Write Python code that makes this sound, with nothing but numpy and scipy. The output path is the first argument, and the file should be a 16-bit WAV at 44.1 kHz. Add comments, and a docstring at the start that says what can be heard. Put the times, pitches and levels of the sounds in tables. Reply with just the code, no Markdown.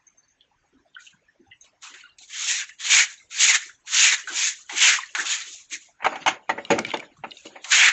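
"""A small shed: a stiff straw broom scrubs muddy water over concrete. Straws hiss, water sloshes.
Between strokes, drops plink as trapped bubbles ring, and soft low bumps sound. Then a plastic bucket
is dragged aside: its base scrapes, knocks ring its wall, a cup clacks inside.
A phone close by limits the peaks and suppresses noise, leaving faint streaks in the strokes' tails."""
import sys
import numpy as np
from scipy import signal
from scipy.fft import rfft, irfft, next_fast_len
from scipy.io import wavfile
from scipy.ndimage import uniform_filter1d, minimum_filter1d, map_coordinates

SR = 44100
rng = np.random.default_rng(int(sys.argv[2]) if len(sys.argv) > 2 else 0)


def file_out(sig):
    """Save sig as 16-bit WAV at sys.argv[1]."""
    # one column per channel
    cols = np.atleast_2d(sig).T
    # limit, then scale
    lim = np.clip(cols, -1, 1)
    pcm = np.round(lim * 32767).astype(np.int16)
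    wavfile.write(sys.argv[1], SR, pcm)


N = 349272

# Table levels are relative within each layer.
# background spectrum (frequency [Hz], level [dB])
BACKGROUND_SPECTRUM = [(15, -43.5), (25, -1), (80, 2), (219, 0), (286, 5.5), (476, -4), (1010, -1.5),
                       (1120, -4), (1730, 0), (5060, -14.5), (6460, -9), (8440, -27.5), (11000, -53.5),
                       (18600, -120)]
# falling drops (time [s], level [dB], pitch [Hz], spatter width [share of pitch])
DROP_HITS = [(0.068, -48.5, 6330, 0.015), (0.175, -47.5, 6290, 0.017), (0.231, -48, 4430, 0.052),
             (0.281, -52.5, 6270, .02), (0.407, -39, 2940, 0.3), (0.854, -47.5, 667, 0.1),
             (0.946, -33.5, 3070, 0.11), (0.965, -32, 1457, 0.059), (.982, -39, 1840, 0.1),
             (1.066, -36, 2900, 0.11), (1.127, -42.5, 1510, 0.1), (1.282, -46.5, 1760, 0.056),
             (1.465, -47, 813, 0.063), (1.512, -35.5, 2820, 0.1), (1.515, -39, 2000, 0.064),
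             (1.6102, -39.5, 6470, 0.066), (1.61, -50.5, 3800, .05), (2.037, -38, 1460, 0.077),
             (2.038, -41.5, 3820, 0.047), (2.051, -43, 2820, 0.022), (2.1, -45, 2800, 0.024),
             (2.188, -38, 3980, 0.065), (2.49, -15.5, 1930, 0.1), (2.61, -28, 1740, 0.058),
             (2.612, -28.5, 2820, .08), (2.694, -37, 1850, 0.073), (2.703, -35, 2780, 0.047),
             (3.175, -49.5, 3813, 0.064), (3.199, -39.5, 2100, 0.037), (3.693, -30, 1830, 0.23),
             (4.273, -17.5, 1516, 0.096), (4.984, -25.5, 1060, 0.18), (5.033, -27, 1930, 0.12),
             (5.153, -12, 1570, 0.16), (5.187, -11.5, 1580, 0.16), (5.887, -46, 747, 0.26),
             (7.169, -44, 1082, 0.077)]
# low bumps (time [s], level [dB], pitch [Hz])
BUMP_HITS = [(0.726, -46.5, 283), (1.12, -49, 176.8), (1.393, -46.5, 297), (1.47, -48.5, 116.5),
             (1.897, -48.5, 333), (2.93, -48.5, 240), (3.656, -52, 369), (4.296, -41.5, 327),
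             (4.722, -39.5, 332), (5.18, -39.5, 340), (5.46, -49.5, 353), (5.714, -45.5, 303),
             (7.18, -45.5, 138.3)]
# broom strokes (time [s], push [s], hold [s], touch [dB], hiss [dB], slosh [dB], sag over hold [dB])
BROOM_STROKES = [(1.001, 0.018, 0.055, -53.5, -52.5, -58.5, 5.5),
                 (1.068, 0.0043, 0.073, -68, -58, -59.5, 11), (1.633, 0.013, 0.032, -67.5, -59, -55.5, 2),
                 (1.826, 0.0074, 0.26, -52.5, -41.5, -42.5, 28),
                 (2.217, 0.008, 0.31, -59, -50, -62.5, 19.5), (2.303, 0.21, 0.11, -44.5, -21.5, -28, 13),
                 (2.804, 0.14, 0.082, -41.5, -13, -14.5, 9), (3.313, 0.12, .12, -45.5, -12.5, -17, 9),
                 (3.875, 0.12, 0.15, -43, -12.5, -16, 11), (4.288, 0.13, 0.063, -41.5, -23, -28, -1.5),
                 (4.698, 0.15, 0.098, -47, -14.5, -13, 8.5), (5.167, 0.036, 0.024, -40.5, -33.5, -35, -0.5),
                 (5.258, 0.054, 0.15, -33, -24.5, -29, 18.5), (5.427, 0.094, 0.13, -56, -37.5, -58.5, 16.5),
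                 (5.705, 0.03, 0.02, -50.5, -30, -36, 2), (7.168, .006, 0.053, -64, -54.5, -73, 17.5),
                 (7.277, 0.15, 0.11, -64.5, -53.5, -56, 19), (7.622, 0.094, 0.0052, -61.5, -31, -42.5, 5.5),
                 (7.702, 0.02, 0.17, -43, -16, -10.5, 8)]
# straw tips slapping or flicking water (time [s], level [dB], treble [dB], body [dB])
TIP_SLAPS = [(1.822, -37.5, 0, 8.5), (1.939, -17.5, -20, -37), (2.1846, -39.5, 13, -35),
             (2.6322, -25.5, -8, -43.5), (2.6922, -25, -12.5, -31), (4.273, -22, -12.5, 1),
             (4.6944, -9.5, -19.5, -10), (5.15, -1, -16.5, -13.5), (5.2032, -18, -8.5, -14),
             (7.6435, -13, -9.5, -8)]
# straw, slosh, suppression residue and splat spectra (frequency [Hz], level [dB])
STRAW_SPECTRUM = [(2060, -41), (3500, -1), (4790, -8.5), (5210, -5.5), (6150, 1), (6740, 3.5), (7670, -2),
                  (8440, -28.5), (11000, -66), (18600, -120)]
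SLOSH_SPECTRUM = [(88, -73), (150, -56.5), (344, -33), (605, -30.5), (780, -20.5), (1080, -16.5),
                  (1710, -4.5), (1980, -3), (2200, -1.5), (5200, -14), (6760, -53), (11400, -120)]
STREAK_SPECTRUM = [(500, -42), (1100, -10), (2600, -3.5), (5000, -10), (8000, -12.5)]
SPLAT_SPECTRUM = [(150, -38.5), (300, -21.5), (800, 2.5), (1500, 1.5), (2600, -22)]
# scrape of the bucket base (time [s], level [dB])
DRAG_ENVELOPE = [(5.99, -59.5), (6.13, -40.5), (6.2, -49.5), (6.488, -60.5), (6.866, -41), (7.016, -53),
                 (7.264, -69), (7.62, -52.5)]
# bucket scrape and rattle spectrum (frequency [Hz], level [dB])
SCRAPE_SPECTRUM = [(35, -70), (60, -17.5), (314, -4), (456, -10), (781, -7), (1130, -9), (2700, -8.5),
                   (5700, -22.5), (6860, -15), (8440, -47.5), (11000, -81.5), (18600, -120)]
# blows on the bucket (time [s], level [dB], bass [dB], treble [dB], t60 [s], struck spot's pitch [Hz])
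BUCKET_KNOCKS = [(6.003, -35.5, -18.5, -25, 0.13, 1180), (6.022, -25, -9, -24, 0.08, 620),
                 (6.044, -9.5, -31, -17, 0.1, 1600), (6.062, -3.5, -19, -14.5, 0.042, 900),
                 (6.119, -28.5, -8.5, -37, 0.33, 795), (6.155, -16, -42, -12.5, 0.058, 810),
                 (6.261, -10, -30, -8.5, 0.18, 830), (6.276, -5, -11.5, -8, 0.069, 2420),
                 (6.493, -5, -9, -17.5, 0.066, 714), (6.578, -18.5, -2, -34, 0.067, 570),
                 (6.703, -9, 7, -7, 0.072, 867), (6.714, -12.5, 10.5, -15.5, 0.07, 498),
                 (6.781, -14.5, -6.5, -21, 0.058, 906), (6.936, -14.5, -2.5, -11.5, 0.069, 520),
                 (7.025, -30.5, -6, -20.5, 0.042, 707), (7.237, -17, -5.5, -26.5, 0.063, 910),
                 (7.452, -44, 15, 10, 0.14, 406), (7.555, -32.5, -6.5, -16, 0.16, 766)]
# cup against bucket wall (time [s], level [dB], brightness [dB], struck spot's pitch [Hz])
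CUP_CLACKS = [(6.2622, -9.5, -3.5, 2135), (6.6501, -24.5, 0.5, 2890), (6.7895, -3, 1.5, 1930),
              (6.8488, -8.5, -11.5, 2240), (6.8654, -25.5, 7.5, 2110), (6.9042, -16, -12.5, 2840),
              (6.9152, -15, -11, 2280), (6.9421, -16.5, -15, 3340), (6.955, -29.5, -39, 3670),
              (6.9716, -18, -2, 2180), (6.9955, -23.5, -8.5, 2130), (7.0005, -19.5, -4.5, 2265),
              (7.309, -26, -12, 4580), (7.3163, -20.5, -20, 2930), (7.3695, -25.5, -26, 3600),
              (7.469, -28.5, -17, 2860)]
# bucket and cup modes (frequency [Hz], level [dB], t60 [s])
BUCKET_MODES = [(230.6, -4, 0.15), (321.6, 3.5, 0.15), (467, 0, 0.1), (569.4, 1, 0.11), (745, 0, 0.041),
                (794, -1, 0.079), (885, 0, 0.13), (1176, -4.5, 0.16), (1574, -5, 0.057), (2200, 6, 0.047),
                (2980, 5, 0.077)]
CUP_MODES = [(1540, 2, 0.03), (2230, -3, 0.03), (2900, 0, 0.025), (3700, 1, 0.022), (4350, -1, 0.018),
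             (7000, 4, 0.012)]
# shed reverberation (frequency [Hz], t60 [s])
SHED_DECAY = [(200, 0.37), (1400, 0.29), (7000, 0.12)]


def amp(db):
    return 10 ** (np.asarray(db) / 20)


def unit_rms(x):
    return x / np.sqrt(np.mean(x ** 2) + 1e-20)


def log_interp(points, hz):
    knots_hz, values = np.transpose(points)
    return np.interp(np.log(hz + 1), np.log(knots_hz + 1), values)


def filtered(x, response):
    size = next_fast_len(len(x) + 4096)
    return irfft(rfft(x, size) * response(np.fft.rfftfreq(size, 1 / SR)), size)[:len(x)]


def shaped(x, spectrum):
    """Filter by (frequency [Hz], level [dB]) points."""
    return filtered(x, lambda hz: amp(log_interp(spectrum, hz)))


def wobble(rate_hz):
    """Smooth random curve."""
    knots = rng.standard_normal(int(N * rate_hz / SR) + 4)
    return map_coordinates(knots, [np.arange(N) * rate_hz / SR])


def patchy(depth_db, samples=N):
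    """White noise with gain streaks, a few hundred Hz by a few tens of ms."""
    spectra = signal.stft(rng.standard_normal(samples + 512), nperseg=256)[2]
    streaks = uniform_filter1d(rng.standard_normal(spectra.shape), size=2, axis=0)
    streaks = unit_rms(uniform_filter1d(streaks, size=14, axis=1))
    return unit_rms(signal.istft(spectra * amp(depth_db * streaks), nperseg=256)[1][:samples])


def grains(low_hz, high_hz, decay_cycles, spread_db, count, samples):
    """Tiny damped sines at random times, all pitches equally strong on average."""
    when, pitch, strength = rng.random((count, 3)).T
    hz = low_hz + (high_hz - low_hz) * pitch
    k = np.arange(samples)
    cycles = hz[:, None] * k / SR
    env = np.exp(-cycles / decay_cycles) * (1 - np.exp(-cycles)) * np.cos(np.pi / 2 * k / samples)
    gain = amp(spread_db * strength ** 2) * np.sqrt(hz)
    waves = gain[:, None] * env * np.sin(2 * np.pi * cycles)
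    indices = (when * N).astype(int)[:, None] + k
    return unit_rms(np.bincount(indices.ravel(), waves.ravel(), N + samples)[:N])


def add(track, start_s, sound):
    i = round(start_s * SR)
    track[i:i + len(sound)] += sound[:N - i]


def hit_time():
    return np.arange(SR // 3) / SR


def fade(t60_s, rise_s):
    t = hit_time()
    return amp(-60 * t / max(t60_s, 0.004)) * (1 - np.exp(-t / rise_s))


def background(level_db=-58.5):
    """Faint even rumble under a streaky hiss."""
    lowpass = lambda hz: 1 / (1 + (hz / 300) ** 4)
    hiss = filtered(patchy(3.78), lambda hz: 1 - lowpass(hz))
    rumble = filtered(rng.standard_normal(N), lowpass)
    return amp(level_db + 0.28 * wobble(2.6)) * unit_rms(shaped(hiss + rumble, BACKGROUND_SPECTRUM))


def drops():
    """Each drop ticks and traps a bubble that rings upward in a spatter; narrower lasts longer."""
    t, out = hit_time(), np.zeros(N)
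    murmur = amp(-17) * fade(0.3, 0.01)
    for start_s, db, hz, width in DROP_HITS:
        narrowness = 0.08 / width
        env = fade(0.11 * narrowness ** 0.45, 0.0015) + murmur
        bubble = min(narrowness, 1) * np.sin(2 * np.pi * hz * t * (1 + 3 * t)) * amp(-1300 * t)
        band = lambda f, centre, span: np.exp(-((f - centre * hz) / (span * width * hz)) ** 2)
        spatter = filtered(patchy(4.5, len(t)), lambda f: band(f, 0.999, 0.95) + 0.06 * band(f, 1, 3))
        plink = env * (0.41 * bubble + 0.5 * unit_rms(spatter))
        tick = unit_rms(filtered(rng.standard_normal(len(t)), lambda f: band(f, 1.2, 2.7)))
        add(out, start_s, amp(db - 2) * (plink + 0.28 * fade(0.017, 0.00072) * tick))
    return out


def bumps():
    """Soft, dull pushes with a narrow, noisy ring."""
    out = np.zeros(N)
    env = fade(t60_s=0.23, rise_s=0.016)
    for start_s, db, hz in BUMP_HITS:
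        resonance = lambda f: 1 / (1 + ((f - hz) / (0.18 * hz)) ** 2)
        body = unit_rms(filtered(rng.standard_normal(len(env)), resonance))
        add(out, start_s, amp(db) * env * body)
    return out


def stroke_envelopes(land_db_per_s=1196.5, heap_db_per_s=53, dry_db_per_s2=199):
    """The broom lands, pushes, sags and lifts; water drains. Gives two gains and progress, 0 to 1."""
    t = np.arange(N) / SR
    hiss, slosh, progress = np.zeros((3, N))
    for start_s, push_s, hold_s, touch_db, hiss_db, slosh_db, sag_db in BROOM_STROKES:
        age_s, length_s = t - start_s, push_s + hold_s
        lifted_s = np.maximum(age_s - length_s, 0)

        def envelope(top_db, fall_db, lift_db_per_s, drain_db, drain_db_per_s):
            levels_db = [touch_db - land_db_per_s, touch_db, top_db, top_db - fall_db]
            pressed = amp(np.interp(age_s, [-1, 0, push_s, length_s], levels_db))
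            runoff = amp(drain_db - drain_db_per_s * lifted_s - dry_db_per_s2 * lifted_s ** 2)
            return pressed * (amp(-lift_db_per_s * lifted_s) + runoff)

        slosh_sag_db = max(sag_db - heap_db_per_s * hold_s, 0)  # water heaps up before the straws
        hiss += envelope(hiss_db, sag_db, lift_db_per_s=649, drain_db=-12.5, drain_db_per_s=80.5)
        slosh += envelope(slosh_db, slosh_sag_db, lift_db_per_s=646, drain_db=-9, drain_db_per_s=138.5)
        progress = np.where(age_s > -0.02, np.clip(age_s / length_s, 0, 1), progress)
    return hiss, slosh, progress


def wet_resonance(x, progress, start_hz=3700, end_hz=1750, boost_db=4.5, log_width=0.25):
    """A resonance in the slosh slides down through each stroke."""
    hz, t, spectra = signal.stft(x, SR, nperseg=512)
    centre_hz = start_hz * (end_hz / start_hz) ** (np.interp(t * SR, np.arange(N), progress) ** 2)
    colour_db = boost_db * np.exp(-(np.log((hz[:, None] + 1) / centre_hz) / log_width) ** 2)
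    return unit_rms(signal.istft(spectra * amp(colour_db), SR, nperseg=512)[1][:N])


def broom(split_hz=2430, hiss_share=0.78):
    """Straw tips slap and chatter over grit; pushed water bursts into bubbles.
    Faint warbling streaks in the tails mimic noise-suppression residue."""
    hiss_gain, slosh_gain, progress = stroke_envelopes()
    streak_gain = amp(-20) * slosh_gain ** 0.73  # outlasts the push
    splat_gain = np.zeros(N)
    for start_s, db, treble_db, body_db in TIP_SLAPS:
        burst = amp(db - 12) * fade(0.084, 0.00024)
        add(slosh_gain, start_s, burst)
        add(hiss_gain, start_s, amp(treble_db) * burst)
        add(splat_gain, start_s, amp(db + body_db - 17) * fade(0.49, 0.019))
    chatter = patchy(4.5) + 0.63 * grains(3500, 7650, 5.3, spread_db=5.2, count=30000, samples=48)
    bubbles = patchy(2.8) + 0.22 * grains(500, 5200, 24, spread_db=5.5, count=14000, samples=220)
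    warble = patchy(10) + 1.7 * grains(700, 4500, 33, spread_db=23, count=2500, samples=900)
    catch_db = 2.13 * wobble(45)  # the bundle catches and slips
    hiss = amp(catch_db - 2.5) * hiss_gain * unit_rms(shaped(chatter, STRAW_SPECTRUM))
    tail_streaks = streak_gain * unit_rms(shaped(warble, STREAK_SPECTRUM))
    splat = splat_gain * unit_rms(shaped(patchy(4.6), SPLAT_SPECTRUM))
    water = wet_resonance(shaped(bubbles, SLOSH_SPECTRUM), progress)
    # The water's treble partly follows the hiss, so it darkens through a stroke.
    treble = filtered(water, lambda hz: 1 / (1 + (split_hz / (hz + 1)) ** 4))
    water += treble * (np.clip(hiss_gain / slosh_gain, 0.1, 10) ** hiss_share - 1)
    slosh = amp(catch_db + 0.28 * wobble(90) - 3) * slosh_gain * water
    return hiss + slosh + tail_streaks + splat


def bucket_scrape():
    """The dragged base rubs unevenly on the floor."""
    times_s, levels_db = np.transpose(DRAG_ENVELOPE)
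    drag_db = np.interp(np.arange(N) / SR, times_s, levels_db, left=-200, right=-200)
    return amp(drag_db + 3.5 * wobble(35)) * unit_rms(shaped(patchy(5.1), SCRAPE_SPECTRUM))


def spot_gain(hz, spot_hz, log_width, floor):
    """The struck spot favours frequencies near its pitch."""
    return floor + np.exp(-(np.log((hz + 1) / spot_hz) / log_width) ** 2)


def plastic_ring(modes, spot_hz, detune, log_width, floor):
    """Damped modes of soft plastic; strength and tuning vary per blow."""
    t, ring = hit_time(), 0
    for hz, db, t60_s in modes:
        level_draw, pitch_draw = rng.standard_normal(2)
        env = spot_gain(hz, spot_hz, log_width, floor) * amp(db + 2.5 * level_draw - 60 * t / t60_s)
        ring += env * np.sin(2 * np.pi * hz * (1 + detune * pitch_draw) * t)
    return ring


def bucket_knocks():
    """Each blow rings the plastic wall, the hollow low modes longest."""
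    t, out = hit_time(), np.zeros(N)
    for start_s, db, bass_db, treble_db, t60_s, spot_hz in BUCKET_KNOCKS:
        rattle = unit_rms(shaped(patchy(3.5, len(t)), SCRAPE_SPECTRUM))
        ring = plastic_ring(BUCKET_MODES, spot_hz, detune=0.014, log_width=0.35, floor=0.35)
        wall_eq = [(400, -16.5), (800, 6), (2200, 4.5), (3500, treble_db + 8)]
        hollow_eq = [(600, bass_db - 2), (1100, bass_db - 21)]
        wall = fade(t60_s, 0.0039) * shaped(0.7 * ring + rattle, wall_eq)
        boom = 0.73 * (1 - np.exp(-t / 0.0024)) * shaped(ring, hollow_eq)
        rumble = 0.72 * fade(4.8 * t60_s, 0.0021) * shaped(rattle, hollow_eq)
        add(out, start_s, amp(db - 7.5) * (wall + boom + rumble))
    return out


def cup():
    """Thin plastic clacks against the bucket: a snap, then a short ring."""
    t, out = hit_time(), np.zeros(N)
    snap_env = 1.1 * fade(t60_s=0.016, rise_s=0.00044)
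    ring_attack = 0.6 * (1 - np.exp(-t / 0.00025))
    for start_s, db, bright_db, spot_hz in CUP_CLACKS:
        ring = plastic_ring(CUP_MODES, spot_hz, detune=0.039, log_width=0.25, floor=0.06)
        snap = filtered(rng.standard_normal(len(t)), lambda hz: spot_gain(hz, spot_hz, 0.28, 0.22))
        eq = [(900, -39.5), (1500, 1.5), (3800, 5.5), (5500, bright_db + 10.5), (8400, bright_db)]
        add(out, start_s, amp(db - 4.5) * shaped(ring_attack * ring + snap_env * snap, eq))
    return out


def shed_reverb(x, delay_samples=250):
    """Wall reflections: a noise tail whose treble dies first."""
    hz, t, spectra = signal.stft(rng.standard_normal(SR // 2), SR, nperseg=256)
    decay = amp(-60 * t / log_interp(SHED_DECAY, hz)[:, None])
    tail = signal.istft(spectra * decay, SR, nperseg=256)[1]
    return signal.fftconvolve(np.pad(x, (delay_samples, 0)), tail / np.linalg.norm(tail))[:N]


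def suppress_noise(x, margin_db, depth_db, hold_per_frame):
    """Turns each band down near its own quietest level; opens fast, closes slowly."""
    spectra = signal.stft(x, nperseg=512, noverlap=384)[2]
    power = uniform_filter1d(np.abs(spectra) ** 2, size=2, axis=0)
    power = np.abs(uniform_filter1d(power, size=7, axis=1))
    noise_power = np.percentile(power, 10, axis=1)[:, None] * amp(2 * margin_db)
    gain = np.maximum(1 - noise_power / (power + 1e-20), amp(depth_db))
    release = signal.lfilter([1 - hold_per_frame], [1, -hold_per_frame], gain, axis=1)
    return signal.istft(spectra * np.maximum(gain, release), nperseg=512, noverlap=384)[1][:N]


def scene():
    """Drops, bucket, cup and broom with reverb, over bumps and background; mono."""
    objects = drops() + bucket_scrape() + bucket_knocks() + cup()
    sweep = broom()
    near = sweep + objects + amp(-17.5) * shed_reverb(objects) + amp(-18) * shed_reverb(sweep)
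    near = filtered(near, lambda hz: 1 / (1 + (95 / (hz + 1)) ** 4))  # the phone's microphone cuts the deep bass
    return (near + bumps() + background())[None]


def record(dry):
    """Phone: noise suppression, fast peak limiter, roll-off into the band limit."""
    ceiling, rolloff_hz, top_hz = 0.62, 8350, 8590
    clean = suppress_noise(dry[0], margin_db=5.5, depth_db=-13, hold_per_frame=0.81)
    peak_gain = np.minimum(1, ceiling / (np.abs(clean) + 1e-9))
    limited = clean * uniform_filter1d(minimum_filter1d(peak_gain, size=401), size=201)
    band_limit = lambda hz: amp(log_interp([(rolloff_hz, 0), (top_hz, -14)], hz)) * (hz < top_hz)
    return filtered(limited, band_limit)[None]


dry = scene()
out = record(dry)
file_out(out)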